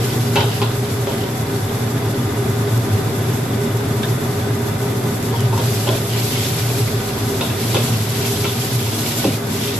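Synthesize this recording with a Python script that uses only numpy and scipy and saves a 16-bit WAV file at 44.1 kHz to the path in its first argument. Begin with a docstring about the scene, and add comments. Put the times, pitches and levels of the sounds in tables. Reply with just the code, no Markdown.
"""In a hard-walled kitchen, noodles and prawns fry in a steel wok over a forced-air gas burner.
Heard from just above the pan, shaped noise makes the flame drone and roar, and sine tones make the blower hum.
Random bursts make the food sizzle and spit, louder when it is turned; a few drops of oil pop.
A steel ladle knocks, chatters and scrapes: its contacts ring the wok, a ring damped by the food.
The wok also booms as it is shoved against the stove."""
import sys
import numpy as np
from scipy import signal
from scipy.fft import rfft, irfft
from scipy.io import wavfile
from scipy.ndimage import uniform_filter1d

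SR = 44100
rng = np.random.default_rng(int(sys.argv[2]) if len(sys.argv) > 2 else 0)


def output_pcm(signal):
    """Save a mono or channel-first signal as 16-bit PCM at the path in sys.argv[1].

    Samples are clipped to [-1, 1] before scaling.
    """
    pcm = np.clip(np.atleast_2d(signal).T, -1, 1) * 32767
    wavfile.write(sys.argv[1], SR, np.round(pcm).astype(np.int16))


N = 431736
T = np.arange(N) / SR
FREQS = np.fft.rfftfreq(N, 1 / SR)

# All levels are relative within their own layer; t60_s is the time to fade by 60 dB.
# blower tones: pitch_hz, level_db (rms)
BLOWER_TONES = [(563, -43.5), (751, -49), (939, -48)]
# a deep hum that rises in pitch: time_s, pitch_hz, level_db (rms)
DEEP_HUM = [(0, 35, -50), (3, 35.5, -46), (6.5, 35, -48), (7, 42, -39), (7.5, 53.3, -44), (7.9, 56, -58),
            (9.79, 56, -65)]

# flame noise: pitch_hz, level_db (per Hz)
FLAME_ROAR = [(22, -85), (45, -59.5), (70, -66), (95, -43), (170, -50), (340, -55), (520, -59), (1000, -62),
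              (1450, -64), (2000, -68), (3000, -76.5), (6000, -102)]
# stove cavity and wok above it, rung by the flame: pitch_hz, width_hz, level_db (per Hz)
CAVITY_RESONANCES = [(150.8, 5.9, -43), (207.3, 21, -48.5), (235.1, 13.6, -43), (267.8, 9.5, -46),
                     (280, 9, -57), (314, 9.6, -49), (378.5, 8.2, -45), (405.2, 19.7, -42),
                     (428, 15, -55.5), (456, 14, -51), (672, 52, -58), (762, 18.4, -53.5),
                     (1000, 59, -62.5), (1216, 25, -59), (1494, 26, -59), (2027, 73, -65), (3466, 170, -67),
                     (3760, 140, -70.5)]
# strength of the flame noise: time_s, level_db
FLAME_LEVEL = [(0, 0), (.8, -1), (1.8, 0.5), (5.3, 0.5), (6.2, -1), (7.3, 0), (8.6, -1.5), (9.79, -1)]
# the flame's main resonance: pitch_hz, width_hz, level_db
DRONE_RESONANCES = [(108, 4.2, -7), (116.2, 12.7, 3.5), (140.2, 3.6, -14.5)]
# one random course of the low drone's level: time_s, level_db
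DRONE_COURSE = [(0.0, -19), (0.87, -20), (1.07, -25), (2.57, -20), (2.77, -15.5), (3.25, -24), (4.05, -19),
                (4.3, -23.5), (5.29, -22.5), (5.45, -16.5), (6.53, -23.5), (6.77, -15.5), (7.16, -29),
                (7.84, -17), (8.45, -28), (8.73, -18), (9.01, -26.5), (9.79, -27)]
THROB_HZ, THROB_DB, DRONE_TRIM_DB = 15, 1, -0.6  # the drone's quick random throb: rate, depth; level trim

# colour of the fine steam bursts: pitch_hz, level_db
SIZZLE_COLOUR = [(1000, -20), (3000, -6), (5000, -2.5), (7000, -2), (9500, 1.5), (11500, 1), (13000, -0.5)]
# colour of the wetter bursts: pitch_hz, level_db
SPIT_COLOUR = [(600, -35), (1500, -10.5), (2300, 0.5), (3100, 0.5), (3500, 2), (4000, 1), (5200, -0.5),
               (7000, -10), (12000, -46)]
# the food is turned and wet sides meet hot steel: start_s, end_s, added_sizzle_db
FOOD_TURNS = [(-.13, 0, -26), (5.522, 5.9, -27), (6.12, 6.572, -23.5), (7.137, 7.52, -30.5),
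              (7.577, 7.77, -23.5), (8.118, 8.66, -24.5), (8.848, 9.293, -24), (9.59, 9.72, -27)]
WETTING_S, DRYING_S = 0.082, 0.35  # a flare builds, then boils off
REST_SIZZLE_DB, REST_SPIT_DB = -29.5, -39.5  # food lying still
FLARE_SPIT_DB = -6.5  # spitting of a flare, relative to its sizzle
# the wok is tossed and the food leaves the steel: time_s (top of its flight)
TOSS_TIMES = [9.423, 11]
FLIGHT_S, FLIGHT_DB = 0.084, -7  # half the time in the air; drop of the frying meanwhile
# drops of oil that pop: time_s, level_db
OIL_POPS = [(2.7768, -19), (3.6484, -28), (3.7716, -23), (4.0539, -21), (5.227, -20), (5.4059, -17)]

# the wok is shoved against the stove: time_s, level_db, pitch_hz
STOVE_BUMPS = [(.363, -7, 405), (5.596, -15, 503), (5.872, -16, 540), (5.889, -10, 395), (7.764, -7, 400),
               (9.245, -6, 324), (9.250, -11.5, 540), (9.257, -11, 199), (9.274, -5.5, 272)]
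# modes (natural tones) of that boom: pitch_ratio, level_db, t60_s
BOOM_MODES = [(.8, -13, 0.06), (1, 1.5, 0.082), (1.36, -8.5, 0.1), (1.9, -13, 0.066)]

# ladle strokes along the steel and through the food: start_s, end_s, level_db, start_rasp_hz, end_rasp_hz
LADLE_STROKES = [(0, 0.09, -42, 3000, 3300), (.368, 0.451, -31, 3000, 3400),
                 (.44, 0.607, -36.5, 3100, 2870), (1.05, 1.307, -40, 3340, 2960),
                 (5.33, 5.465, -37, 3280, 3100), (5.565, 5.76, -44, 3000, 5230),
                 (6.08, 6.232, -36, 3000, 3400), (6.306, 6.516, -32.5, 2950, 4100),
                 (7.783, 7.9, -44, 3500, 3000), (8.2, 8.41, -37, 3000, 4200), (8.76, 8.89, -40, 3200, 3600),
                 (8.95, 9.2, -40, 4500, 3500), (9.56, 9.768, -33.5, 3260, 3880)]
# resonances of steel rubbing on steel: ratio_to_rasp_pitch, half_width_hz, level_db
RASP_RESONANCES = [(0.98, 270, 5), (0.715, 330, 1), (1.35, 1000, 2.5)]
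# ladle on wok: time_s, clank_db, brightness_db, thud_db (above the clank), thud_hz, chatter_decay_s,
# rebound_strength (ratio), rebound_delay_s, ladle_ring_db (above the clank), then the ring's
# lower_hz and upper_hz, set by the spot that strikes
LADLE_KNOCKS = [(.358, -17, -3, -6, 700, .009, 0.34, 0.0036, -11.5, 1530, 2900),
                (.365, -18, -10, -3, 805, 0.018, 0.36, .018, -6, 1510, 3000),
                (.407, -20.5, -6, 2, 680, 0.014, 0.29, 0.015, -8, 1450, 3100),
                (.617, -21, -4.5, -11, 900, .011, 1, .005, -10, 1030, 3100),
                (1.072, -23.5, -9, 6.5, 640, 0.045, .2, 0.03, -18, 1110, 3900),
                (4.031, -29.5, -5, -20, 700, 0.0083, .6, 0.0058, 1.5, 1700, 3460),
                (5.338, -31, -9, 9.5, 850, 0.012, .1, 0.033, -13, 950, 1400),
                (5.526, -29, -12, 11, 940, .045, .1, 0.024, -14, 600, 1100),
                (5.577, -33, -3, -6, 800, .008, .3, .01, -4, 1100, 3300),
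                (5.596, -29, -5, 10, 554, 0.012, 0.081, 0.013, -6, 1000, 3500),
                (5.872, -24.5, -7, 11, 740, 0.005, 0.22, .01, -4, 1050, 3100),
                (5.889, -25, -4, 12, 560, .005, 0.4, 0.037, -2, 980, 3300),
                (6.181, -37, -5, -15, 700, .003, .2, 0.011, -10, 1900, 3700),
                (7.41, -22.5, 0, 4.5, 720, 0.005, 0.68, 0.0045, -7.5, 1090, 3900),
                (7.500, -32, 0, -10, 700, 0.0043, .2, .01, -7, 1700, 3500),
                (7.745, -22.5, 0.5, 6.5, 680, 0.005, 0.64, .007, -7, 900, 3450),
                (7.766, -24.5, 2, 8, 517, 0.0067, 0.16, .012, -2, 720, 3700),
                (8.251, -30, -1, -6, 600, .004, .2, .012, -12, 1900, 4300),
                (8.444, -24, -1, 0, 420, .010, 0.65, .009, -7, 1385, 2300),
                (8.866, -31, 0, -10, 700, .004, .2, 0.013, -12, 1860, 4000),
                (9.243, -27, 2, 14, 550, .008, 0.33, 0.019, -3, 860, 4100)]
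REBOUND_PITCH, REBOUND_THUD_DB = 0.59, 1.5  # the second contact: thud pitch ratio, extra thud
# one cluster of the ladle's modes: pitch_ratio, level_db, t60_s
LADLE_MODES = [(.79, -6, .04), (.91, -3, .045), (.96, -1, .055), (1, 0, .06), (1.05, -1, .05),
               (1.13, -5, .04), (1.36, -10, .03)]
# modes of the wok: pitch_hz, level_db, t60_s
WOK_MODES = [(250, -11, 0.062), (353, 7.5, 0.11), (403, 4.5, 0.14), (534, 0, 0.048), (627, -2, 0.036),
             (710, 0, 0.058), (838, 0.5, 0.092), (932, 3.5, 0.13), (1042, 1, 0.083), (1410, -4, 0.049),
             (1514, 0.5, 0.044), (2570, -6, 0.071), (2657, 3.5, 0.091), (3240, -8, 0.067),
             (3390, -14, 0.063), (3600, -7, 0.07)]
# the wok's crowded higher modes and the kitchen walls: pitch_hz, level_db
CLATTER_COLOUR = [(120, -23), (290, 2), (400, 10), (600, 2), (900, 2), (1200, -2), (1500, 2), (1950, -17),
                  (2700, -5.5), (3500, 3.5), (5200, -14.5), (7000, -35), (13000, -22)]

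# likeness of left and right: pitch_hz, correlation (0 to 1)
LIKENESS = [(100, 1), (250, 0.98), (500, 0.78), (1000, 0.16), (2500, 0.35), (5000, 0.0007), (12000, 0.0089)]
# the microphone's treble notch: pitch_hz, level_db
MIC_NOTCH = [(8100, -0.5), (8500, -8.5), (9300, -7.5), (10600, -3), (11500, 0)]
TOP_HZ = 13030  # nearly nothing passes above this


def undb(db):
    """Turn decibels into a gain."""
    return 10 ** (np.asarray(db) / 20)


def unit(x):
    """Scale to an rms (average strength) of 1."""
    return x / np.sqrt(np.mean(x ** 2))


def curve(rows):
    """Give the columns of a time table at every sample."""
    s, *columns = np.transpose(rows)
    return [np.interp(T, s, column) for column in columns]


def along_hz(points):
    """Give the values of a pitch table at every frequency."""
    hz, value = np.transpose(points)
    return np.interp(np.log(FREQS + 1), np.log(hz), value)


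def shape(x, gain):
    """Filter by a gain at every frequency."""
    return irfft(rfft(x) * gain, N)


def resonances(rows):
    """Join steep-sided resonances into one gain at every frequency."""
    power = 0
    for hz, width, db in rows:
        peak = undb(db) / (1 + ((FREQS - hz) / width) ** 2) ** 2
        power = power + peak ** 2
    return np.sqrt(power)


def walk(rate_hz):
    """Smooth random wander with spread 1."""
    return unit(shape(rng.standard_normal(N), np.exp(-(FREQS / rate_hz) ** 2)))


def spread(pair):
    """Two unrelated signals become left and right: alike in the bass, almost unrelated in the treble."""
    alike = np.clip(along_hz(LIKENESS), 0, 1)
    mid = shape(pair[0], np.sqrt((1 + alike) / 2))
    side = shape(pair[1], np.sqrt((1 - alike) / 2))
    return np.array([mid + side, mid - side])


def ticks(rate_hz, scatter_db):
    """Two streams of randomly timed impulses of uneven size, rms 1."""
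    scatter = np.clip(rng.standard_normal((2, N)), -2, 2)
    size = undb(scatter_db * scatter) * rng.choice([-1, 1], (2, N))
    return unit(size * (rng.random((2, N)) < rate_hz / SR))


def tail(t60):
    """A dying wash of dense reflections for each side, energy 1."""
    return unit(rng.standard_normal((2, N)) * undb(-60 * T / t60)) / np.sqrt(N)


def linger(x, t60):
    """Diffuse reflections: fresh noise that follows the dying energy of x."""
    keep = undb(-120 / (t60 * SR))  # energy kept from one sample to the next
    energy = signal.lfilter([1 - keep], [1, -keep], np.mean(x ** 2, axis=0))
    return rng.standard_normal((2, N)) * np.sqrt(energy)


def blower():
    """Slightly unsteady blade tones sound over a deep hum."""
    seconds = np.cumsum(1 + 0.00326 * walk(6.7)) / SR  # a clock that wavers with the blower's speed
    tones = 0
    for hz, db in BLOWER_TONES:
        level = undb(db + 2 * walk(10.0))
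        phase = rng.uniform(-1.5, 1, (2, 1))
        tones = tones + level * np.sin(2 * np.pi * hz * seconds + phase)
    hum_hz, hum_db = curve(DEEP_HUM)
    hum = undb(hum_db) * np.sin(2 * np.pi * np.cumsum(hum_hz) / SR)
    return np.sqrt(2) * (tones + hum)  # peak level of a sine with the given rms


def burner():
    """Turbulent flame noise rings the stove cavity; the low drone's level wanders and throbs at random."""
    noise = rng.standard_normal((2, N)) * np.sqrt(SR / 2)  # level 1 per Hz
    roar = spread(shape(noise, np.hypot(undb(along_hz(FLAME_ROAR)), resonances(CAVITY_RESONANCES))))
    roar *= undb(curve(FLAME_LEVEL)[0] + 0.56 * walk(21))
    drone = spread(shape(rng.standard_normal((2, N)), resonances(DRONE_RESONANCES)))
    # level out the noise's own slow swings, then apply the course from the table
    drone /= np.sqrt(uniform_filter1d(np.mean(drone ** 2, axis=0), size=SR // 7))
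    drone_db = curve(DRONE_COURSE)[0] + DRONE_TRIM_DB + THROB_DB * walk(THROB_HZ)
    return roar + drone * undb(drone_db)


def bubbles(low_hz, high_hz, cycles, scatter_db, count):
    """Bursting bubbles: each rings for some cycles at its own pitch, in a different phase at each ear."""
    when, pitch, lag, chance = rng.random((count, 4)).T[:, :, None]
    hz = low_hz + (high_hz - low_hz) * pitch
    k = np.arange(SR // 100)  # samples since the burst
    size = undb(scatter_db * np.minimum(-np.log(chance), 3))  # many small, a few large
    ring = size * np.exp(-hz * k / SR / cycles)
    where = (when * N).astype(int) + k
    sides = []
    for turn in (0, lag):
        side = ring * np.sin(2 * np.pi * (hz * k / SR + turn))
        sides.append(np.bincount(where.ravel(), side.ravel(), N)[:N])
    return unit(np.array(sides))


def boiling():
    """Gains of sizzle and spit: steady at rest, flaring as food is turned, dropping while it is in the air."""
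    power = 0
    for start, end, db in FOOD_TURNS:
        wetting = 1 - np.exp(-np.maximum(T - start, 0) / WETTING_S)
        drying = np.exp(-np.maximum(T - end, 0) / DRYING_S)
        power = power + undb(db) ** 2 * wetting * drying
    flare = np.sqrt(power)
    airborne = sum(np.exp(-((T - s) / FLIGHT_S) ** 2) for s in TOSS_TIMES)
    contact = undb(FLIGHT_DB * airborne)
    sizzle = contact * np.hypot(undb(REST_SIZZLE_DB), flare)
    spit = contact * np.hypot(undb(REST_SPIT_DB), undb(FLARE_SPIT_DB) * flare)
    return sizzle, spit


def frying(waver_db=1.25, waver_hz=20):
    """Tiny steam bursts merge into a sizzle; wetter ones spit lower down; bubbles ring briefly among them."""
    sizzle, spit = boiling()
    small = bubbles(low_hz=4000, high_hz=15000, cycles=24, scatter_db=5, count=8000)
    large = bubbles(low_hz=1200, high_hz=6000, cycles=14, scatter_db=4, count=4000)
    fine = ticks(rate_hz=9900, scatter_db=1.5) + undb(-8.0) * small
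    wet = ticks(rate_hz=800, scatter_db=3) + undb(-4.5) * large
    layers = []
    for bursts, colour, level in (fine, SIZZLE_COLOUR, sizzle), (wet, SPIT_COLOUR, spit):
        echoed = bursts + undb(4) * linger(bursts, t60=0.23)
        waver = undb(waver_db * walk(waver_hz))  # the level wavers quickly at random
        coloured = unit(spread(shape(echoed, undb(along_hz(colour)))))
        layers.append(coloured * level * waver)
    return sum(layers)


def pops(decay_s=0.0023, pop_db=1):
    """A drop of oil bursts with a short bright crack of noise."""
    envelope = sum(undb(db + pop_db) * (T >= s) * np.exp(-np.abs(T - s) / decay_s) for s, db in OIL_POPS)
    treble = signal.butter(2, 4500, "high", fs=SR)
    return envelope * signal.lfilter(*treble, rng.standard_normal((2, N)))


def bumps(rise_s=0.0044):
    """The heavy wok rocks against the stove's rim with a short, hollow boom of fading tones."""
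    out = np.zeros(N)
    for s, db, hz in STOVE_BUMPS:
        age = np.maximum(T - s, 0)
        near = (age > 0) & (age < .25)
        t = age[near]
        boom = 0
        for ratio, level, t60 in BOOM_MODES:
            boom = boom + undb(level - 60 * t / t60) * np.sin(2 * np.pi * hz * ratio * t)
        out[near] += undb(db) * (1 - np.exp(-t / rise_s)) * boom
    return out


def glide(x, hz, width_hz):
    """A resonance whose centre moves along hz; rms 1."""
    turn = np.exp(2j * np.pi * np.cumsum(hz) / SR)
    # shift the moving centre down to 0 Hz, keep what is near it, shift back
    near = signal.lfilter(*signal.butter(2, width_hz, fs=SR), x / turn)
    return unit((near * turn).real)


def scrapes(wok_db=-6, rasp_db=-3.5, judder_db=2, judder_hz=70):
    """The ladle sticks and slips unevenly: a force on the wok, and a rasp gliding as the contact travels."""
    slips = ticks(rate_hz=470, scatter_db=-2)
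    grip = undb(judder_db * walk(judder_hz))
    force, rasp = np.zeros(N), np.zeros((2, N))
    for start, end, db, from_hz, to_hz in LADLE_STROKES:
        during = (T > start) & (T < end)
        way = (T[during] - start) / (end - start)  # 0 to 1 along the stroke
        pressure = undb(db) * 2 * np.sqrt(way * (1 - way)) * grip[during]
        hz = from_hz + (to_hz - from_hz) * way
        force[during] += pressure * slips[0, during]
        rub = 0
        for ratio, width, level in RASP_RESONANCES:
            rub = rub + undb(level) * glide(slips[:, during], hz * ratio, width)
        rasp[:, during] += pressure * rub
    bright_force = signal.lfilter(*signal.butter(1, 1400, "high", fs=SR), force)
    return undb(wok_db) * bright_force, undb(rasp_db) * rasp


def ladle_ring(body_hz, edge_hz):
    """The ladle's bowl, damped by the hand: two clusters of close modes, energy 1 for each side."""
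    t = T[:SR // 8]
    ring = 0
    for hz in (body_hz, edge_hz):
        for ratio, db, t60 in LADLE_MODES:
            phase = rng.standard_normal((2, 1))
            ring = ring + undb(db - 60 * t / t60) * np.sin(2 * np.pi * hz * ratio * t + phase)
    return ring / np.linalg.norm(ring, axis=1, keepdims=True)


def knocks(body_hz=350, bright_hz=2200, chatter_db=5, blow_db=26.0, thud_span=1.34):
    """Each blow and its rebound is a sharp contact, dying chatter and thud: force on the wok, and ladle ring."""
    force, ladle = np.zeros(N + SR), np.zeros((2, N + SR))
    t = T[:SR // 4]
    middle = signal.butter(1, [body_hz, bright_hz], "band", fs=SR)
    high = signal.butter(2, bright_hz, "high", fs=SR)
    for (s, db, brightness_db, thud_db, thud_hz, decay,
         rebound, delay, ring_db, bowl_hz, edge_hz) in LADLE_KNOCKS:
        ring = undb(ring_db) * ladle_ring(bowl_hz, edge_hz)
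        first = s, 1, thud_db, thud_hz
        second = s + delay, rebound, thud_db + REBOUND_THUD_DB, thud_hz * REBOUND_PITCH
        for when, share, weight_db, hz in first, second:
            signs = rng.choice([-1, 1], len(t))
            chatter = signs * (rng.random(len(t)) < .05) * np.exp(-t / decay)
            contact = (t == 0) + undb(chatter_db) * chatter / np.linalg.norm(chatter)
            push = share * undb(db + blow_db) * contact
            clank = signal.lfilter(*middle, push) - undb(brightness_db) * signal.lfilter(*high, push)
            thud_band = signal.butter(2, [hz / thud_span, hz * thud_span], "band", fs=SR)
            thud = signal.lfilter(*thud_band, push)
            start = int(when * SR)
            force[start:start + len(t)] += clank + undb(weight_db) * thud
            ladle[:, start:start + len(t)] += signal.fftconvolve(push[None], ring, axes=1)[:, :len(t)]
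    return force[:N], ladle[:, :N]


def wok(force, ring_db=-5.0, crack_db=-10, clatter_db=-4.5):
    """Steel answers each contact with a crack, its modes and short clatter; the kitchen rings on faintly."""
    t = T[:SR // 2]
    lags = rng.standard_normal((len(WOK_MODES), 2, 1)) / 2  # each mode has its own phase at each ear
    modes = 0
    for (hz, db, t60), lag in zip(WOK_MODES, lags):
        modes = modes + undb(db - 60 * t / t60) * np.sin(2 * np.pi * hz * t + lag)
    crack_band = signal.butter(1, [1800, 6000], "band", fs=SR)
    crack = signal.lfilter(*crack_band, tail(t60=0.00028)[:, :len(t)])
    wash = tail(t60=0.15) + undb(3.5) * tail(t60=0.48)
    clatter = spread(shape(wash, undb(along_hz(CLATTER_COLOUR))))[:, :len(t)]
    response = 0
    for part, db in (modes, ring_db), (crack, crack_db), (clatter, clatter_db):
        response = response + undb(db) * part / np.linalg.norm(part, axis=1, keepdims=True)
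    return signal.fftconvolve(force[None], response, axes=1)[:, :N]


def scene():
    """Add stove, food and ladle together."""
    rubbing, rasp = scrapes()
    blows, ladle = knocks()
    stove = blower() + burner()
    food = frying() + pops()
    return stove + food + bumps() + rasp + ladle + wok(blows + rubbing)


def record(dry):
    """The microphone colours the treble, the loudest peaks are rounded and the top is cut."""
    sound = shape(dry, undb(along_hz(MIC_NOTCH)))
    sound = sound / (1 + (sound / .8) ** 6) ** (1 / 6)
    top_cut = signal.ellip(12, .1, 80, TOP_HZ, fs=SR, output="sos")
    return signal.sosfilt(top_cut, sound)


dry = scene()
out = record(dry)
output_pcm(out)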